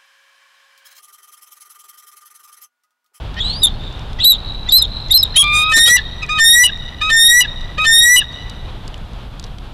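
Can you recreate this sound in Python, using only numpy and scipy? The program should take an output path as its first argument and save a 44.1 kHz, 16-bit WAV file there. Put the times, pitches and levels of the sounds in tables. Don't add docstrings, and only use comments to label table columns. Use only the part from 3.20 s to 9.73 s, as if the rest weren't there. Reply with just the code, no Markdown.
import sys
import numpy as np
from scipy import signal
from scipy.fft import rfft, irfft, next_fast_len
from scipy.io import wavfile

SR = 44100
rng = np.random.default_rng(int(sys.argv[2]) if len(sys.argv) > 2 else 0)


def put_to_file(sound):
    columns = np.atleast_2d(sound).T
    safe = np.clip(columns, -1, 1)
    whole_steps = np.round(safe * 32767)
    wavfile.write(sys.argv[1], SR, whole_steps.astype(np.int16))


def decibels_to_gain(level_db):
    exponent = np.asarray(level_db, float) / 20
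    return 10 ** exponent


N = 288149

# t/s, f/Hz, level/dB
FIRST_CHIRP_WAVER = [(0.188, 3750, -30), (0.2, 3750, -30), (0.205, 3460, -19.5), (0.212, 3300, -16),
                     (0.219, 3680, -21), (.223, 3820, -27), (.232, 3680, -25.5), (.242, 3850, -28)]
# t/s, f/Hz, level/dB
FIRST_CHIRP_GLIDE = [(.238, 3820, -28), (0.25, 3900, -21), (.268, 4000, -22), (.288, 4150, -27),
                     (0.3, 4200, -20.5), (.322, 4370, -28), (0.36, 4680, -31), (0.412, 5040, -39),
                     (.434, 4770, -42)]

# t/s, length/s, first f/Hz, last f/Hz, level/dB
CHIRPS = [
    (0.428, .03, 3804, 3456, -8),
    (1.124, 0.011, 3843, 3700, -9),
    (1.486, 0.02, 3500, 3750, -13),
    (1.613, 0.02, 3946, 3596, -9.5),
    (1.905, .027, 3560, 3950, -9.5),
    (2.024, 0.017, 4010, 3710, -8.5),
    (2.156, 0.028, 3743, 3764, -10),
]
TAPERS = [
    (1.518, .07, 3830, 4213, -8),
    (1.936, .045, 4043, 4190, -8),
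]
ARCHES = [
    (1.036, .093, 3653, 3735, -8.5),
    (2.156, .071, 2886, 3156, -7.5),
]
STUTTERS = [(0.416, .021, 3900, 3845, -17), (0.427, 0.014, 4980, 4200, -18), (0.998, .014, 3280, 3603, -13),
            (1.009, 0.025, 3890, 3840, -17), (1.027, .019, 3900, 4460, -13.5),
            (1.499, 0.027, 3900, 4500, -26.5)]
HOOKS = [(0.453, .033, 3760, 3050, -10), (1.132, 0.032, 3780, 3100, -18), (1.584, .024, 4200, 4090, -26),
         (1.631, .028, 3700, 3100, -15.5), (1.977, .021, 4150, 4050, -28), (2.04, .026, 3910, 3000, -21),
         (2.217, .03, 3250, 3400, -7), (3.468, 0.032, 2880, 2697, -12), (4.226, .028, 2880, 2620, -12),
         (4.994, .028, 2897, 2680, -11.5)]
SQUEAKS = [
    (1.574, 0.048, 5200, 4500, -22),
    (1.968, 0.065, 5225, 4300, -17),
]
SIGHS = [
    (2.77, .033, 1900, 1684, -18.5),
    (3.489, 0.017, 1750, 1600, -23),
    (4.243, 0.023, 1770, 1630, -23),
    (5.011, 0.021, 1850, 1570, -22),
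]
BLIPS = [
    (3.018, .036, 1294, 1220, -20),
]
CREAKS = [
    (0.163, .04, 596, 652, -28.5),
    (0.985, 0.02, 641.5, 670, -25.5),
    (1.472, 0.023, 630, 700, -30),
    (1.895, .02, 640, 740, -27),
    (2.138, 0.026, 590, 690, -29.5),
    (3.082, .022, 571.6, 598, -30),
    (3.803, 0.028, 570, 601, -28),
    (4.571, .022, 570, 604, -29.5),
]
YELPS = [(2.56, 0.021, 3720, 4173, -13.5), (2.581, 0.02, 4080, 3930, -17.5), (2.657, .018, 2954, 3200, -20),
         (2.672, .024, 3262, 3336, -14), (2.697, .03, 3340, 3400, -24), (2.694, 0.024, 3983, 4044, -16)]
MURMURS = [
    (2.177, 0.048, 1126, 1150, -4),
]
LOW = [
    (3.088, 0.11, 1150, 1264.5, -1.5),
    (3.81, 0.1, 1170, 1275, -1.5),
    (4.577, .081, 1170, 1275, 0),
]
MAIN = [
    (3.184, 0.26, 1797, 1984, 0.5),
    (4.648, .32, 1797, 1999, 0),
]
FIRST_MAIN = [
    (2.519, 0.254, 1797, 1985, 0),
]
LINGERING = [
    (3.897, .314, 1807, 1985, 0),
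]
HALVED = [
    (2.76, 0.03, 959, 890.5, -20),
    (3.433, .042, 983, 960, -10.5),
    (4.202, .03, 977.5, 950, -11.5),
    (4.958, 0.044, 985, 964.5, -10),
]
FLIPS = [
    (2.512, 0.035, 614.4, 605, -23),
    (3.174, 0.035, 625.3, 605, -22),
    (3.888, .03, 624, 609, -23.5),
    (4.637, .034, 614, 606.5, -20),
]
# t/s, f/Hz, level/dB
FIRST_LOW = [(2.219, 1174, -9), (2.236, 1185, -2), (2.32, 1200, -2.5), (2.35, 1218, 0.5), (2.425, 1238, 0),
             (2.445, 1249, -3.5), (2.505, 1270, -3), (2.524, 1272, -1), (2.537, 1262, -14.5)]

# f/Hz, then one level/dB per partial from the first, relative to the note
SOFT_COLOUR = [(3200, 0, -33), (3900, 0, -33), (4300, 0, -39), (5000, 0, -21.5)]
PIPE_COLOUR = [(3000, 0.0037, -31.5), (3700, 0.0028, -20.5), (4000, 0.0048, -29.5), (4200, 0.0027, -19),
               (5200, 0.0031, -37)]
SQUEAK_COLOUR = [(4200, 0.0037, -38), (5200, 0.0014, -58)]
SIGH_COLOUR = [(1700, 0.0015, -10.5, -34)]
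BLIP_COLOUR = [(1250, -10, 0, -8.5, -26)]
CREAK_COLOUR = [(640, -29, -23.5, 0.24, -11.5, -4, -13.5), (720, -28.5, -23.5, -2, -3, -5, -16.5)]
LOW_COLOUR = [(1110, -20.5, -42, -42), (1180, -20, -18.5, -20), (1200, -21, -12.5, -22.5),
              (1236, -22.5, -15.5, -17), (1245, -17.5, -19, -16.5), (1262, -15, -16, -22.5),
              (1271, -15, -13.5, -24)]
SHORT_LOW_COLOUR = [(1220, -23.5, -16, -28, -39), (1232, -21, -20, -21, -43),
                    (1263, -19.5, -18, -24.5, -45.5)]
MAIN_COLOUR = [(1819, -11.5, -19.5, -41), (1819.5, -11, -16.5, -32.5), (1838, -16.5, -10.5, -26),
               (1876, -21, -10, -32.5), (1895, -11.5, -13.5, -34), (1924.4, -9.5, -22, -28.5),
               (1948, -9.5, -31, -25.5), (1970, -9, -19.5, -27.5)]
FIRST_COLOUR = [(1800, -12, -19.5, -40), (1825, -10.5, -18, -32), (1844, -15.5, -12, -28),
                (1887, -19, -11.5, -32.5), (1900, -13, -15, -36), (1925, -10, -23, -28),
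                (1955, -9, -34, -25), (1977, -10, -20, -27)]
HALVED_COLOUR = [(970, -43, -27, 0, -25, -29.5, -17.5)]
SPLIT_COLOUR = [(980, -22.5, -8.5, -30, -5.5, -15.5, -20.5)]
FLIP_COLOUR = [(610, -23, -30, -14, -12, 0, -14, -11)]

# t/s, length/s, depth/0-1
BREAKS = [(1.522, 0.008, .25), (2.171, .012, .2), (2.524, 0.0096, 0.2), (2.575, .015, .25),
          (2.678, .014, .35), (2.771, 0.013, 0.07), (3.089, 0.007, 0.45), (3.191, 0.0078, 0.4),
          (3.812, 0.006, 0.35), (3.903, .01, 0.3), (4.584, 0.009, 0.5), (4.651, 0.0078, 0.5)]
# t/s, length/s, depth/dB
CATCHES = [(.272, .003, 8), (.293, .003, 6), (.325, .004, 10), (.345, .003, 8), (0.469, .0015, 12),
           (2.7765, .002, 10), (2.786, .002, 10), (4.231, .002, 8), (4.243, .003, 14), (1.048, .001, 11.5),
           (1.1272, .001, 17.5), (1.5005, .0015, 18), (1.504, .0012, 12), (1.6205, .0012, 10),
           (1.631, .002, 15), (1.9293, .0015, 20), (1.934, .002, 18), (1.939, .0012, 15),
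           (2.014, .0015, 12.5), (2.018, .001, 12), (2.0253, .002, 15), (2.0407, .0015, 10),
           (2.047, .002, 12), (2.217, .002, 6.5), (2.226, .0015, 14), (2.231, .0012, 11), (2.2368, .002, 9),
           (3.473, .002, 10), (3.492, .002, 12)]
# t/s, length/s, level/dB, centre f/Hz
RASPS = [(0.29, 0.075, -30, 3500), (.28, .06, -58, 7200), (1.016, 0.016, -25, 3258),
         (1.049, 0.005, -15, 3750), (1.147, .015, -33, 3480), (1.512, 0.01, -26.5, 4100),
         (1.932, 0.006, -19, 4000), (2.218, 0.013, -25, 3350), (2.58, 0.018, -25.5, 3930),
         (2.683, 0.016, -23, 3700), (2.785, 0.012, -25, 3500)]
# t/s, length/s, level/dB, f/Hz
THUDS = [
    (2.573, .008, -21, 240),
    (2.612, .01, -29, 200),
    (2.685, .01, -28, 510),
    (2.708, .012, -20, 130),
]
# start t/s, fall time/s
ECHOES = [(.004, 0.019), (0.028, 0.05), (.15, .045), (.19, .04), (.23, .025), (.28, 0.2)]
ECHO_DB = [-10.5, -30, -32, -31, -28, -31]
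# f/Hz, level/dB
ECHO_COLOUR = [(20, -41.5), (1500, -6.5), (3000, -7), (3600, -1), (4050, 4.5), (5200, -8.5), (6500, -15),
               (20000, -36)]
# t/s, peak level/dB, centre f/Hz
TWIGS = [(0.1431, -36, 3700), (0.34, -36, 4000), (0.727, -36, 3640), (0.794, -34, 3690),
         (0.9318, -34, 3690), (1.8855, -34, 3530), (3.064, -39, 4800), (3.5753, -37.5, 3840),
         (4.4115, -39, 3870), (5.125, -43, 4600), (5.298, -28.5, 4700), (5.679, -30, 4650),
         (5.743, -28, 3000), (5.779, -42, 5000), (5.8521, -48, 3700), (5.9336, -42, 3670),
         (6.1972, -26.5, 4650), (6.228, -38, 3700), (6.241, -27.5, 3940), (6.246, -38, 3900),
         (6.266, -42, 4000), (6.385, -32, 3300)]
# f/Hz, level/dB per Hz
AIR = [(12, -50), (20, 1), (140, -13), (166, -19), (196, -19.5), (352, -28.5), (393, -27.5), (505, -29),
       (857, -28), (1500, -34), (2090, -40), (3450, -34), (5530, -51.5), (11700, -73.5), (15500, -85.5)]
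# t/s, level/dB
GUST = [(0.0, -27), (0.42, -26.5), (1.14, -29), (1.44, -28.5), (2.25, -28.5), (2.38, -27), (2.47, -30.5),
        (4.0, -32), (4.07, -32), (4.18, -30.5), (4.64, -30), (4.75, -29.5), (5.22, -32.5), (5.35, -29),
        (6.53, -33)]
# f/Hz, level/dB
MICROPHONE_CURVE = [(20, 0), (3000, 0),
                    (5000, 4), (8000, 9), (11000, 8.5), (14000, 6.5), (20000, -24)]
CAPSULE_COLOUR = MICROPHONE_CURVE

FLUTTER_HZ = 170
WAVER_S, WAVER_SHARE = .014, .002
SPLIT_S = 0.019
PUSH = 0.97
THROAT_LAG = 0.81
LAG_TURN, LAG_TURN_HZ, LAG_WIDTH_HZ = 2.4, 1888, 14
TWIG_RING_DB, TWIG_RING_S = -1.5, 0.00103
AIR_DB, HISS_DB = -26, -64
OVERLOAD_TOP, PHASE_TURN = 0.41, 0.58


def eagle():
    t = np.arange(N) / SR
    tremble = wobble(40, 190)
    breaking = sum(depth * np.exp(-((t - s) / length) ** 2) for s, length, depth in BREAKS)
    beat = wobble(570, 660) * breaking
    caught_db = sum(db * np.exp(-((t - s) / length) ** 2) for s, length, db in CATCHES)
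    # (notes, knee dB, roll-off dB, roughness rad)
    registers = [(chirps(), -11.5, 30, .08), (squeaks_and_sighs(), -14, 14, .1)]
    registers += lead_ins_and_yelps() + low_register() + main_register() + register_flips()
    sung = sum(voice(*register, tremble, beat) for register in registers)
    return rasp() + decibels_to_gain(-caught_db) * sung


def chirps():
    opening = [coloured_note(*np.transpose(part), SOFT_COLOUR, waver_db=2.2)
               for part in (FIRST_CHIRP_WAVER, FIRST_CHIRP_GLIDE)]
    return (opening
            + shaped(TAPERS, PIPE_COLOUR, attack_s=.009, release_s=.016, fade_db=6.0, waver_db=0.5)
            + shaped(CHIRPS, PIPE_COLOUR, attack_s=.009, release_s=0.0017, fade_db=8.5, waver_db=.4)
            + shaped(ARCHES, PIPE_COLOUR, attack_s=0.01, release_s=0.0065, fade_db=16.5, arch_hz=301.1,
                     waver_db=0.5)
            + shaped(STUTTERS, SOFT_COLOUR, attack_s=0.013, release_s=.003, fade_db=7, flutter_db=3)
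            + shaped(HOOKS, SOFT_COLOUR, attack_s=.003, release_s=0.028, fade_db=12.5, bend=1.7, flutter_db=8))


def squeaks_and_sighs():
    squeaks = shaped(SQUEAKS, SQUEAK_COLOUR, attack_s=0.0095, release_s=.026, fade_db=14.0, bend=5.5,
                     flutter_db=2.0)
    return squeaks + shaped(SIGHS, SIGH_COLOUR, attack_s=.009, release_s=0.0078, fade_db=13.5)


def lead_ins_and_yelps():
    blips = shaped(BLIPS, BLIP_COLOUR, attack_s=.015, release_s=.02, fade_db=14, waver_db=2.5)
    creaks = shaped(CREAKS, CREAK_COLOUR, attack_s=0.027, release_s=0.0065, fade_db=6.5)
    yelps = shaped(YELPS, PIPE_COLOUR, attack_s=0.0037, release_s=0.0074, fade_db=13)
    return [(blips, -13, 8, .2), (creaks, -14, 3, .1), (yelps, -18, 14, .2)]


def low_register():
    first = [coloured_note(*np.transpose(FIRST_LOW), LOW_COLOUR, waver_db=0.35)]
    first += shaped(MURMURS, LOW_COLOUR, attack_s=0.023, release_s=.014, fade_db=8)
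    later = shaped(LOW, SHORT_LOW_COLOUR, attack_s=0.0097, release_s=.011, fade_db=8.5, bend=.22, waver_db=2)
    return [(first, -13, 21, .06), (later, -13, 6, .05)]


def main_register():
    calls = (shaped(MAIN, MAIN_COLOUR, attack_s=0.023, release_s=0.015, fade_db=5.5, bend=1.35, waver_db=0.57)
             + shaped(FIRST_MAIN, FIRST_COLOUR, attack_s=0.022, release_s=.012, fade_db=7.0, bend=1.3,
                      waver_db=0.37)
             + shaped(LINGERING, MAIN_COLOUR, attack_s=.035, release_s=.008, fade_db=4.5, bend=1.75,
                      waver_db=0.6))
    return [(calls, -13.5, 9, .03)]


def register_flips():
    halved = shaped(HALVED, HALVED_COLOUR, attack_s=.006, release_s=.009, fade_db=9, bend=2.2)
    split_rows = [(s, SPLIT_S, hz, hz, db) for s, _, hz, _, db in HALVED]
    split = shaped(split_rows, SPLIT_COLOUR, attack_s=0.0026, release_s=0.0051, fade_db=7.5)
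    flips = shaped(FLIPS, FLIP_COLOUR, attack_s=0.015, release_s=.014, fade_db=11.5)
    return [(halved, -14, 9, .03), (split, -14, 5, .05), (flips, -14, 5, .1)]


def shaped(rows, colour, attack_s, release_s, fade_db, bend=1.0, arch_hz=0.0, flutter_db=0.0, waver_db=1.0):
    notes, u = [], np.linspace(0, 1, 64)
    for start, length, first_hz, last_hz, db in rows:
        s = u * length
        hz = first_hz + (last_hz - first_hz) * u ** bend + arch_hz * np.sin(np.pi * u)
        attack = np.maximum(1 - s / attack_s, 0)
        release = np.maximum(1 - (length - s) / release_s, 0)
        level_db = db - fade_db * (attack + release)
        level_db = level_db - flutter_db * np.sin(np.pi * FLUTTER_HZ * s) ** 4
        notes.append(coloured_note(start + s, hz, level_db, colour, waver_db))
    return notes


def coloured_note(s, hz, level_db, colour, waver_db=1.0):
    pitch, *partials_db = np.transpose(colour)
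    t = np.linspace(s[0], s[-1], 160)
    knots = np.arange(0, .5, WAVER_S)
    slip, *sway = [np.interp(t - s[0], knots, row) for row in rng.standard_normal((9, len(knots)))]
    hz, level_db = np.interp(t, s, hz), np.interp(t, s, level_db)
    columns = [t, hz * (1 + WAVER_SHARE * waver_db * slip)]
    for k, db in enumerate(partials_db):
        columns.append(level_db + np.interp(hz, pitch, db) + waver_db * np.sqrt(k) * sway[k])
    return np.transpose(columns)


def voice(notes, knee_db, rolloff_db, rough, tremble, beat):
    out = np.zeros(N)
    for note in notes:
        s, hz, *levels_db = np.transpose(note)
        span = slice(int(s[0] * SR), int(s[-1] * SR))
        t = np.arange(N)[span] / SR
        pitch = np.interp(t, s, hz)
        phase = 2 * np.pi * np.cumsum(pitch) / SR + rough * tremble[span]
        levels_db = [np.interp(t, s, db) for db in levels_db]
        effort_db = 10 * np.log10(np.sum(decibels_to_gain(np.array(levels_db)) ** 2, axis=0))
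        push_db = PUSH * np.maximum(effort_db - knee_db, 0)
        weakest_db = np.min(levels_db[-2:], axis=0)
        levels_db += [weakest_db - rolloff_db * k for k in (1, 2, 3)]
        lag = THROAT_LAG + LAG_TURN * (1 + np.tanh((pitch - LAG_TURN_HZ) / LAG_WIDTH_HZ)) / 2
        tone = sum(decibels_to_gain(db) * np.sin(k * phase - lag * (k % 2 == 0))
                   for k, db in enumerate(levels_db, 1) if k * hz.max() < .4 * SR)
        edges = np.clip(np.minimum(t - s[0], s[-1] - t) / .005, 0, 1)
        out[span] += np.sqrt(2) * tone * decibels_to_gain(push_db) * edges * (1 + beat[span])
    return out


def rasp():
    t, air = np.arange(N) / SR, rng.standard_normal(N)
    out = 0
    for s, length, db, hz in RASPS:
        throat = signal.butter(4, [hz * .82, hz * 1.18], "band", fs=SR, output="sos")
        out = out + decibels_to_gain(db) * np.exp(-((t - s) / length) ** 2) * rms_one(signal.sosfilt(throat, air))
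    return out


def thuds():
    t = np.arange(N) / SR
    return sum(decibels_to_gain(db) * np.exp(-((t - s) / length) ** 2) * np.sin(2 * np.pi * hz * (t - s))
               for s, length, db, hz in THUDS)


def forest(x):
    t = np.arange(int(1.6 * SR)) / SR
    scatter = rng.standard_normal((len(ECHOES), len(t)))
    reply = 0
    for (start, fall), db, grains in zip(ECHOES, ECHO_DB, scatter):
        shape = (t > start) * np.exp(-np.maximum(t - start, 0) / fall)
        reply = reply + decibels_to_gain(db) * grains * shape / np.sqrt(np.sum(shape ** 2))
    swaying = 1 + .3 * wobble(20, 130)
    return coloured(swaying * signal.fftconvolve(x, reply)[:N], ECHO_COLOUR)


def twigs():
    out, t = np.zeros(N), np.arange(500) / SR
    ring_shape = (t / TWIG_RING_S) * np.exp(-t / TWIG_RING_S)
    crackle_shape = (t / .001) * np.exp(-t / .001)
    for (s, db, hz), grain in zip(TWIGS, rng.standard_normal((len(TWIGS), 500))):
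        wood = signal.butter(2, [hz * .72, hz * 1.6], "band", fs=SR, output="sos")
        crackle = rms_one(signal.sosfilt(wood, grain)) + .015 * grain
        at = int((s - .001) * SR)
        out[at:at + 500] += decibels_to_gain(db + 8.5 + TWIG_RING_DB) * np.sin(2 * np.pi * hz * t) * ring_shape
        out[at:at + 500] += decibels_to_gain(db + 6.0) * crackle * crackle_shape
    return coloured(out, CAPSULE_COLOUR, sign=-1)


def wind():
    air = decibels_to_gain(AIR_DB) * rms_one(coloured(rng.standard_normal(N), AIR))
    air = coloured(air, CAPSULE_COLOUR, sign=-1)
    rumble = signal.sosfiltfilt(signal.butter(1, 330, fs=SR, output="sos"), air)
    hiss = air - rumble
    s, gust_db = np.transpose(GUST)
    gust_db = np.interp(np.arange(N) / SR, s, gust_db + 28.5)
    lumpy_rumble = rumble * decibels_to_gain(gust_db + 1.0 * wobble(6.1, 9))
    return lumpy_rumble + hiss * decibels_to_gain(0.85 * gust_db + 1.2 * wobble(2.2, 9.1))


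def rms_one(x):
    return x / np.sqrt(np.mean(x ** 2) + 1e-20)


def coloured(x, points, sign=1):
    size = next_fast_len(len(x))
    hz = np.maximum(np.arange(size // 2 + 1) * SR / size, 1)
    table = np.array(points)
    curve_db = np.interp(np.log(hz), np.log(table[:, 0]), table[:, 1])
    return irfft(rfft(x, size) * decibels_to_gain(sign * curve_db), size)[:len(x)]


def wobble(low_hz, high_hz):
    band = signal.butter(2, [low_hz, high_hz], "band", fs=SR, output="sos")
    return rms_one(signal.sosfilt(band, rng.standard_normal(N)))


def scene():
    bird = eagle()
    return np.tile(bird + forest(bird) + twigs() + wind() + thuds(), (2, 1))


def low_pass(x):
    return signal.sosfilt(signal.butter(12, 15710, fs=SR, output="sos"), x)


def record(dry):
    fine = signal.resample_poly(dry[0], 3, 1)
    bent = OVERLOAD_TOP * fine / (OVERLOAD_TOP ** 12 + fine ** 12) ** (1 / 12)
    mono = coloured(signal.resample_poly(bent, 1, 3)[:N], CAPSULE_COLOUR)
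    mono = signal.lfilter([-PHASE_TURN, 1], [1, -PHASE_TURN], mono - np.mean(mono))
    mono = mono + decibels_to_gain(HISS_DB) * wobble(5500, 13000)
    mono = signal.sosfilt(signal.cheby2(10, 50, 15900, fs=SR, output="sos"), mono)
    finished = np.tile(np.clip(mono, -1, 1), (2, 1))
    return low_pass(finished)


dry = scene()
out = record(dry)
put_to_file(out)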